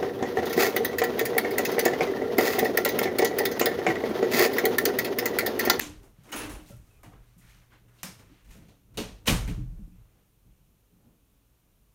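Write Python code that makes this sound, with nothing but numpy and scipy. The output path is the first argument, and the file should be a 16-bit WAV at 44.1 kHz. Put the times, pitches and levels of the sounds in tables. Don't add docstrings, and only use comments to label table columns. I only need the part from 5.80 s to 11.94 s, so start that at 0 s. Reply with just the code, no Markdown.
import sys
import numpy as np
from scipy import signal
from scipy.fft import rfft, irfft, next_fast_len
from scipy.io import wavfile

SR = 44100
rng = np.random.default_rng(int(sys.argv[2]) if len(sys.argv) > 2 else 0)


def waveform_to_disk(signal):
    frames = np.transpose(np.atleast_2d(signal))
    scaled = np.clip(frames, -1, 1) * 32767
    samples = np.round(scaled).astype(np.int16)
    wavfile.write(sys.argv[1], SR, samples)


def invert_db(level):
    return 10 ** (np.asarray(level, dtype=float) / 20)


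N = 270855
T = np.arange(N) / SR
SIZE = next_fast_len(N)

# pitch in Hz, level in dB, time to fade by 60 dB in seconds.
BOARDS = [(89.8, -0.5, 0.11), (104.1, 4.5, 0.31), (121, 4, 0.61), (151.2, 3.5, 0.27), (168.6, 2, 0.49),
          (188, 3.5, 0.43), (211, 1, 0.24), (239, -6, 0.23), (262.3, -6, 0.41), (296, 1.5, 0.42),
          (310, 0.5, 0.34), (357, -0.5, 0.049), (420, 1, 0.19), (498, -1, 0.079), (546, -0.5, .2),
          (673, -2.5, 0.6)]
# pitch in Hz, width in Hz, level in dB.
JOISTS = [(33, 3, -3), (47.8, 5.5, 6), (61, 5.2, -8.5)]
# start in seconds, level in dB, favoured pitch in Hz.
FOOTFALLS = [(0.016, -37, 320), (.06, -40, 300), (0.386, -47, 129), (.546, -34.5, 316), (.632, -36, 310),
             (0.665, -40, 310), (.792, -48, 280), (.906, -39, 118), (0.958, -65, 113), (1.262, -43.5, 106),
             (1.33, -53.5, 89.4), (1.565, -50.5, 186), (1.637, -57, 105), (1.748, -56, 180),
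             (2.3, -55, 126), (2.388, -52, 114), (2.679, -59, 175), (2.75, -47, 200), (2.838, -54, 133),
             (4.654, -55, 147), (4.798, -57, 99.3), (5.124, -55.5, 192), (5.27, -60, 110.5)]
# start in seconds, level in dB, favoured pitch in Hz, ring factor.
LOAD_DROP = [
    (3.484, -21, 94.2, 0.66),
    (3.506, -17, 174, 0.6),
    (3.549, -30, 157, 0.61),
    (3.628, -29, 88, 0.5),
    (3.679, -26.5, 190, 0.8),
    (3.778, -27.5, 121, 1),
    (3.858, -40, 124.4, .7),
    (3.993, -43, 177, 0.93),
    (4.079, -45, 176.3, 0.76),
    (4.189, -50.5, 91.5, 0.95),
]
# start in seconds, level in dB, favoured pitch in Hz, spread in octaves, ring factor.
SINGLE_TONES = [(.5, -47, 298, 0.083, .8), (.902, -46.5, 560, .12, 0.83), (1.25, -48, 300, 0.2, .8),
                (1.335, -53.5, 420, 0.36, .7), (2.238, -39.5, 175, 0.15, .75), (2.24, -47, 535, .09, .8),
                (2.75, -54, 500, .3, 1.2), (3.164, -40, 200, .4, .5), (3.177, -34, 190, 0.072, .9),
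                (3.177, -32, 410, 0.091, 1.3), (3.178, -34, 500, .15, 1.2), (3.19, -34, 314, .09, .5),
                (3.18, -38.5, 107, .15, .8), (3.181, -32, 239, .09, 1.2), (3.206, -37, 270, 0.27, .55),
                (3.498, -19, 176.3, .1, .5), (3.68, -38, 380, .35, 1.), (3.775, -40.5, 300, 0.37, 1.),
                (5.26, -53.5, 238, 0.13, .8)]
# time of greatest load in seconds, level in dB.
WEIGHT_SHIFTS = [(0, -45), (.2, -51), (.6, -46.5), (.72, -42.5), (.98, -51.5), (1.2, -50), (1.36, -48.5),
                 (1.66, -53.5), (1.77, -58), (2.05, -63), (2.45, -58.5), (2.7, -48.5), (2.84, -61),
                 (3.21, -44.5), (3.33, -44.5), (3.54, -40), (3.63, -42), (3.72, -44), (3.91, -50),
                 (4.04, -51), (4.19, -54), (4.4, -66), (4.67, -57), (5.03, -75.5), (5.27, -74), (5.92, -79)]
# time of greatest load in seconds, level in dB.
BOARD_CREEPS = [(0, -53), (.1, -43.5), (.27, -54), (.65, -40.5), (.94, -52), (1.11, -60), (1.39, -58.5),
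                (1.66, -74), (1.9, -67), (2.05, -56), (2.3, -49), (2.44, -54), (2.7, -52.5), (2.82, -47),
                (3.16, -49), (3.27, -42), (3.45, -49.5), (3.69, -33.5), (3.98, -50.5), (4.19, -65),
                (4.39, -60.5), (4.7, -64), (4.9, -63.5), (5.27, -56.5), (5.55, -70), (5.92, -74.5)]
# time in seconds, pitch in Hz, level in dB.
FLOOR_SWAY = [
    (3.47, 42, -50),
    (3.53, 47, -25),
    (3.575, 46, -27.5),
    (3.6, 42, -33),
    (3.65, 52, -27.5),
    (3.685, 45, -35),
    (3.72, 44, -31.5),
    (4.03, 38, -42.5),
    (4.16, 34, -58),
]
# pitch ratio, level in dB.
SWAY_PARTNERS = [(.68, -6), (1.45, -11)]
# start in seconds, pitch in Hz, level in dB, 60 dB fade in seconds.
PANELS = [(3.55, 86, -32, .35), (3.94, 80, -50, 1.2), (4.09, 112, -52, .5), (3.57, 230, -40, .3),
          (3.7, 170, -34, .3), (4.17, 48, -50, .4), (3.57, 108, -31, .3), (3.81, 120, -42, .3),
          (3.92, 164, -45, .5), (4.075, 180, -46, .3), (3.48, 265, -32, .3), (3.485, 345, -34, .2),
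          (3.18, 463, -38, .2), (3.178, 570, -40, .12), (3.19, 240, -36, .2), (3.175, 716, -42, .08),
          (3.275, 450, -48, .1), (3.193, 2650, -38, .05), (3.177, 3700, -36, .06), (3.185, 4400, -42, .2),
          (3.176, 6050, -44, .25), (.53, 1200, -46, .15), (.525, 900, -47, .15), (.59, 205, -46, .2),
          (.787, 305, -43, .22), (.555, 1350, -42, .06), (.63, 2650, -46, .15), (.61, 1850, -46, .05),
          (.02, 1050, -46, .2), (.09, 305, -45, .2), (.11, 190, -46, .15), (.2, 400, -56, .2),
          (.06, 55, -46, .4), (.26, 45, -54, .5), (.82, 170, -55, .3), (2.52, 180, -60, .3),
          (2.88, 165, -58, .3), (2.93, 282, -64, .5), (3.0, 195, -65, .5), (5.1, 420, -70, .4),
          (5.4, 280, -72, 1.), (.92, 600, -58, .25), (.9, 440, -55, .15), (.96, 100, -47, .3),
          (1.232, 1220, -58, .1), (1.236, 915, -58, .25), (1.236, 2020, -60, .08), (1.245, 2870, -62, .2),
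          (1.25, 231, -56, .3), (1.322, 1200, -60, .08), (1.326, 964, -61, .15), (1.34, 800, -64, .25),
          (1.335, 463, -60, .3), (1.36, 1319, -66, .2)]
# start in seconds, length in seconds, pitch in Hz, level in dB.
SQUEAKS = [
    (1.1, .03, 2590, -70),
    (1.135, .07, 2600, -76),
    (1.135, .07, 2440, -74),
    (1.06, .04, 1260, -72),
    (1.18, .05, 1250, -71),
]
# start in seconds, clack level in dB, then wood, knock and snap in dB relative to it.
KNOCKS = [(0, -37.5, -7, -5.5, -4.5), (.007, -29, -2.5, -4, -4.5), (.5185, -37.5, -5, 4, 1),
          (.523, -34.5, -1, 6, -3), (.561, -33.5, 3.5, 2, .5), (.694, -40.5, 5, 2.5, 1),
          (1.232, -55.5, 12, 7, 6), (1.243, -54.5, -11, 6, -13), (2.2316, -35, -4, .5, 1.5),
          (2.2328, -38, -4, -6, 1), (3.1728, -28.5, 3, -18, -5.5), (3.1765, -24, -6, -9.5, -12),
          (3.476, -16.5, 0, -5.5, -8.5), (3.4805, -23.5, -1.5, -9, -11.5), (3.4845, -25, -13, -26, -11.5),
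          (3.676, -38.5, -2, 0, -3)]
# start in seconds, then clack, wood, knock, snap in dB.
TOUCHES = [
    (3.141, -61.5, 1, 0, -2),
    (3.4565, -41.5, -4, 1, -7.5),
    (3.465, -42, -10, -6, 2),
    (3.4682, -40, -11, 0, 3.5),
    (3.4705, -33, -8, -3, 0),
    (3.4725, -23.5, -7, -2.5, 0.5),
]
# start in seconds, then clack, wood, knock and snap in dB.
SCUFFS = [(.2294, -61, 11.5, 4.5, 4.5), (.2464, -74, 2, -12, 0), (.4334, -64, 3, 2, 8),
          (.49, -58, 10, 15, 5), (.5267, -35.5, 4, -6, -4), (.585, -39, 4, 2, -6), (.6005, -36, 3, 2, -6),
          (.635, -40, 5, 2, -5), (.7494, -48.5, 9, -2, -9), (.8594, -52, -11, -15, -3.5),
          (.8894, -53.5, 2, -6, -9), (.9674, -72, -10, 13, 12), (1.3294, -64, 7, 11, -18),
          (1.5794, -68.5, -9, -13, 16), (1.615, -63, -12, 3, -8), (1.655, -63, -15, 0, -8),
          (1.69, -56.5, -14, 1, -4), (1.745, -63, -10, 2, -8), (1.812, -63, 2, 5, -6),
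          (1.9265, -56.5, 3, 0, -12), (2.081, -67.5, 7, 11.5, 0), (2.1854, -49.5, -24, -17, -15),
          (2.388, -54, 5.5, 2.5, -2), (2.6434, -60.5, -19, 2, -2.5), (2.705, -53, -38, 1.5, -1),
          (2.882, -53.5, 3, -10.5, -8.5)]
# start in seconds, pitch in Hz, level in dB.
CRACKS = [(.007, 2460, -27), (.5185, 14800, -34.5), (.968, 11000, -45), (2.2316, 7400, -22.5),
          (2.232, 12100, -25), (2.233, 5530, -25.5), (2.234, 1860, -30), (2.2328, 1110, -31.5),
          (3.479, 2400, -18.5), (3.173, 9150, -25.5), (3.1734, 4020, -26.5), (3.4688, 7300, -23),
          (3.4809, 3480, -15.5), (3.4843, 4600, -14)]
# start in seconds, pitch in Hz, level in dB, 60 dB fade in seconds.
RINGING_PARTS = [(.012, 6440, -40.5, 0.24), (0.009, 7300, -38, 0.22), (.526, 2950, -32.5, 0.07),
                 (0.524, 6530, -40.5, 0.23), (0.55, 1420, -44, 0.23), (.552, 2656, -45.5, 0.56),
                 (0.56, 9940, -36.5, 0.33), (.562, 15600, -45, .25), (3.5, 2500, -34, .12),
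                 (.925, 1350, -58, .12), (1.24, 736, -53.5, 0.32), (1.335, 1100, -57, 0.13),
                 (2.2367, 211, -41.5, 0.22), (3.19, 8600, -53, .4), (2.499, 296, -49, .24),
                 (3.175, 2840, -36.5, 0.19), (3.473, 2432, -27.5, 0.15), (3.477, 3010, -21, 0.072),
                 (3.4748, 403, -28.5, 0.12), (3.479, 1930, -27, 0.11), (3.993, 178.4, -40, 0.24)]
# start in seconds, pitch in Hz, level in dB, 60 dB fade in seconds.
RASPS = [
    (.75, 2700, -52, 0.12),
    (.8, 2930, -56, 0.13),
    (1.612, 2010, -64.5, 0.64),
    (1.701, 2210, -77, 0.22),
    (1.921, 1496, -54.5, .19),
    (3.676, 2357, -44, 0.15),
    (4.12, 2500, -77, 0.7),
    (.7, 10500, -46.5, 0.31),
    (2.24, 5260, -42, 0.33),
    (4.699, 2684, -79, 1),
]
# start in seconds, length in seconds, level in dB, treble in dB, low in dB.
SWISHES = [(.14, 0.15, -77.5, 10, 19), (0.316, 0.17, -66, -8, 0), (0.425, 0.085, -56.5, -4, 9.5),
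           (0.547, .05, -67, 26, 13), (0.67, 0.084, -65, 14, 17), (0.756, 0.13, -65.5, 5, -10),
           (0.862, 0.052, -59.5, 9.5, -11), (0.954, 0.28, -70, 2.5, 4.5), (1.298, 0.035, -71, -12, 21.5),
           (1.326, 0.28, -69, -4, -0.5), (1.54, 0.3, -61, -3.5, -6), (1.889, 0.052, -58, -18, -1),
           (2.106, 0.12, -65.5, 0, 4), (2.418, 0.22, -62, -12, -3.5), (2.656, .14, -59.5, 1.5, -1.5),
           (2.783, .1, -64, -10, -25), (3.053, .12, -82, -10, -7), (3.776, 0.43, -84, 13.5, -10),
           (4.02, .5, -76, -12, 6), (4.98, .1, -83, -10, 7.5), (5.1, 0.26, -85, -7, 21.5)]
# pitches in Hz of low end, wood, knock, clack, snap and top end.
COLOUR_HZ = (200, 650, 1600, 3500, 9000, 16000)
BANDS_HZ = 250 * 2 ** np.arange(0, 6.1, .5)
# pitch in Hz, 60 dB fade in seconds.
ROOM_FADE = [(200, 0.19), (500, 0.43), (1200, 0.41), (2600, 0.38), (5500, 0.38), (10000, 0.38),
             (14500, 0.22)]
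# time in seconds, level in dB.
HUM_LEVEL = [
    (0, -71),
    (1.3, -66.5),
    (2.5, -62.5),
    (2.7, -78),
    (6.14, -80.5),
]
# pitch in Hz, level in dB per Hz.
HISS_SPECTRUM = [(12, -47), (20, -14.5), (55, -1), (81, -16.5), (200, -20), (652, -27.5), (750, -29.5),
                 (1240, -30), (1390, -31.5), (1840, -35.5), (2810, -33.5), (4930, -36), (13500, -32.5),
                 (15200, -33), (16500, -52)]
# pitch in Hz, width in Hz, level in dB.
MIC_PORT = [(2610, 320, 1.5), (4830, 400, -2.5), (10520, 320, -3.5), (7900, 460, -3.5)]


def floor():
    steps = [(s, db, hz, 0.47 * (150 / hz) ** 0.46, 0.99) for s, db, hz in FOOTFALLS]
    drop = [(s, db, hz, 0.55, ring) for s, db, hz, ring in LOAD_DROP]
    return thuds(steps + drop) + thuds(SINGLE_TONES) + weight()


def thuds(table):
    hz, db, t60 = np.transpose(BOARDS)[:, :, None]
    chance = rng.standard_normal((len(table), 3, len(BOARDS), 1))
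    out, t = np.zeros(N), T[:SR // 3]
    push = 1 - np.exp(-t / 0.003)
    ending = np.cos(np.pi / 2 * t / t[-1])
    for (s, level_db, pitch_hz, spread_oct, ring), (detune, size, turn) in zip(table, chance):
        distance = np.log2(hz / pitch_hz) / spread_oct
        share = invert_db(db + 2 * size) * np.exp(-.5 * distance ** 2)
        fade = np.exp(-np.log(1000) * t / (t60 * ring))
        tone = np.sin(2 * np.pi * hz * (1 + 0.019 * detune) * t + .8 * turn)
        modes = share * fade * push * ending * tone
        add(out, s, invert_db(level_db) * modes.sum(axis=0) / np.sqrt((share ** 2).sum()))
    return out


def weight():
    def joist_gain(f):
        return sum(invert_db(db) / np.hypot(1, 2 * (f - hz) / width) ** 0.94 for hz, width, db in JOISTS)

    def board_gain(f):
        return sum(invert_db(db) / np.hypot(1, (f - hz) * t60 / 1.9) * (120 / hz) ** 1.5 for hz, db, t60 in BOARDS)

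    shake = loading(WEIGHT_SHIFTS, rise_db_s=200, fall_db_s=108.5, rest_db=-74.5) * coloured(joist_gain)
    creep = loading(BOARD_CREEPS, rise_db_s=157.5, fall_db_s=108.5, rest_db=-68) * coloured(board_gain)
    return shake + invert_db(-4.5) * creep


def loading(table, rise_db_s, fall_db_s, rest_db):
    power = invert_db(rest_db) ** 2
    for s, db in table:
        power = power + invert_db(db - np.maximum(rise_db_s * (s - T), fall_db_s * (T - s))) ** 2
    return np.sqrt(power)


def sway():
    inside = (T > FLOOR_SWAY[0][0]) & (T < FLOOR_SWAY[-1][0])
    phase = 2 * np.pi * np.cumsum(inside * curve(FLOOR_SWAY, column=1)) / SR
    modes = np.sin(phase) + sum(invert_db(db) * np.sin(ratio * phase) for ratio, db in SWAY_PARTNERS)
    return inside * invert_db(curve(FLOOR_SWAY, column=2)) * modes


def panels():
    out = np.zeros(N)
    for s, hz, db, t60 in PANELS:
        t = T[:int(t60 * SR)]
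        size = (1 - np.exp(-t * hz / .6)) * np.exp(-np.log(1000) * t / t60)
        add(out, s, invert_db(db) * size * np.sin(2 * np.pi * hz * t))
    for s, length, hz, db in SQUEAKS:
        t = T[:int(length * SR)]
        add(out, s, invert_db(db) * np.sin(np.pi * t / length) * np.sin(2 * np.pi * hz * t))
    return out


def struck():
    cracks = [(s, hz, db, 0.0048 * (5000 / hz) ** .5, 50.64) for s, hz, db in CRACKS]
    parts = [(s, hz, db, t60, 85.5 * (hz / 1006) ** .5) for s, hz, db, t60 in RINGING_PARTS]
    rasps = [(*row, 578) for row in RASPS]
    return rings(cracks + parts + rasps)


def rings(table):
    out = np.zeros(N)
    for s, hz, db, t60, waver_hz in table:
        t = T[:int(min(t60, .4) * SR)]
        steps = rng.standard_normal((2, 512))
        wander = [np.interp(t * waver_hz * 2, np.arange(512), row) for row in steps]
        size = np.exp(-t / .006) + (1 - np.exp(-t / 0.0095)) * (wander[0] + 1j * wander[1])
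        fade = np.exp(-np.log(1000) * t / t60) * np.cos(np.pi / 2 * t / t[-1])
        add(out, s, invert_db(db) * fade * np.imag(size * np.exp(2j * np.pi * hz * t)))
    return out


def contacts(table, length, rise):
    out, t = np.zeros((N, len(BANDS_HZ))), T[:SR // 16]
    shape = (1 - np.exp(-t / (rise * length))) * np.exp(-t / length)
    for s, db, wood_db, knock_db, snap_db in table:
        add(out, s, (invert_db(db) * shape[:, None]) ** 2 * colour(wood_db, knock_db, snap_db))
    return out.T


def rustle():
    out = np.zeros((N, len(BANDS_HZ)))
    for s, length, db, treble_db, low_db in SWISHES:
        swell = np.sin(np.pi * T[:int(length * SR)] / length)
        add(out, s, (invert_db(db - 13) * swell[:, None]) ** 2 * colour(low_db, 0.082 * low_db, treble_db))
    return out.T


def colour(wood_db, knock_db, snap_db):
    marks_db = [wood_db + 13.5 - 3.5, wood_db + 5, knock_db + 5, 0, snap_db - 0.5, snap_db - 5 - 4.5]
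    return 8 * invert_db(np.interp(np.log(BANDS_HZ), np.log(COLOUR_HZ), marks_db)) ** 2


def airborne(power):
    grains = grit(1.7, hold=24)
    grains, out = grains / grains.std(), 0
    hz, t60 = np.transpose(ROOM_FADE)
    for f, p in zip(BANDS_HZ, power):
        room = store(p, np.interp(np.log(f), np.log(hz), t60))
        hallway = invert_db(-28) ** 2 * store(p, t60=1.0)
        built = store(room + hallway, t60=0.01)
        echoes = grit(1.2, hold=int(6 * SR / f) + 40)
        field = invert_db(4.5) * np.sqrt(np.abs(built)) * echoes / echoes.std()
        out = out + band(np.sqrt(p) * grains + field, f)
    return out


def store(power, t60):
    keep = np.exp(-2 * np.log(1000) / (t60 * SR))
    return signal.lfilter([1 - keep], [1, -keep], power)


def grit(scatter_db, hold):
    size = invert_db(scatter_db * rng.exponential(size=N // hold + 1))
    return rng.standard_normal(N) * np.repeat(size, hold)[:N]


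def band(x, hz):
    edges = [hz / 2 ** .25, min(hz * 2 ** .25, .45 * SR)]
    return signal.sosfilt(signal.butter(2, edges, "band", fs=SR, output="sos"), x)


def hum():
    return invert_db(curve(HUM_LEVEL, column=1)) * np.sqrt(2) * np.sin(2 * np.pi * 118.4 * T)


def hiss():
    hz, db = np.transpose(HISS_SPECTRUM)
    return invert_db(-67.5) * coloured(lambda f: invert_db(np.interp(np.log(f), np.log(hz), db)))


def coloured(gain):
    f = np.arange(1, SIZE // 2 + 2) * SR / SIZE
    y = irfft(rfft(rng.standard_normal(SIZE)) * gain(f), SIZE)[:N]
    return y / y.std()


def curve(table, column):
    rows = np.array(table, float)
    return np.interp(T, rows[:, 0], rows[:, column])


def add(out, s, x):
    i = int(s * SR)
    out[i:i + len(x)] += x[:len(out) - i]


def scene():
    knocks = contacts(KNOCKS, length=0.0015, rise=.15)
    touches = contacts(TOUCHES, length=0.0033, rise=0.074)
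    scuffs = invert_db(-1.5) * contacts(SCUFFS, length=0.0041, rise=0.35)
    air = airborne(knocks + touches + scuffs + rustle())
    return (floor() + sway() + panels() + struck() + air + hum() + hiss())[None]


def roll_off(x):
    return signal.sosfilt(signal.butter(12, 16640, fs=SR, output="sos"), x)


def record(dry):
    f = np.arange(SIZE // 2 + 1) * SR / SIZE
    port = invert_db(sum(db * np.exp(-.5 * ((f - hz) / width) ** 2) for hz, width, db in MIC_PORT))
    port = port / np.hypot(1, (f / 15870) ** 250)
    mix = irfft(rfft(dry, SIZE) * port, SIZE)[:, :N]
    return roll_off(mix)


dry = scene()
out = record(dry)
waveform_to_disk(out)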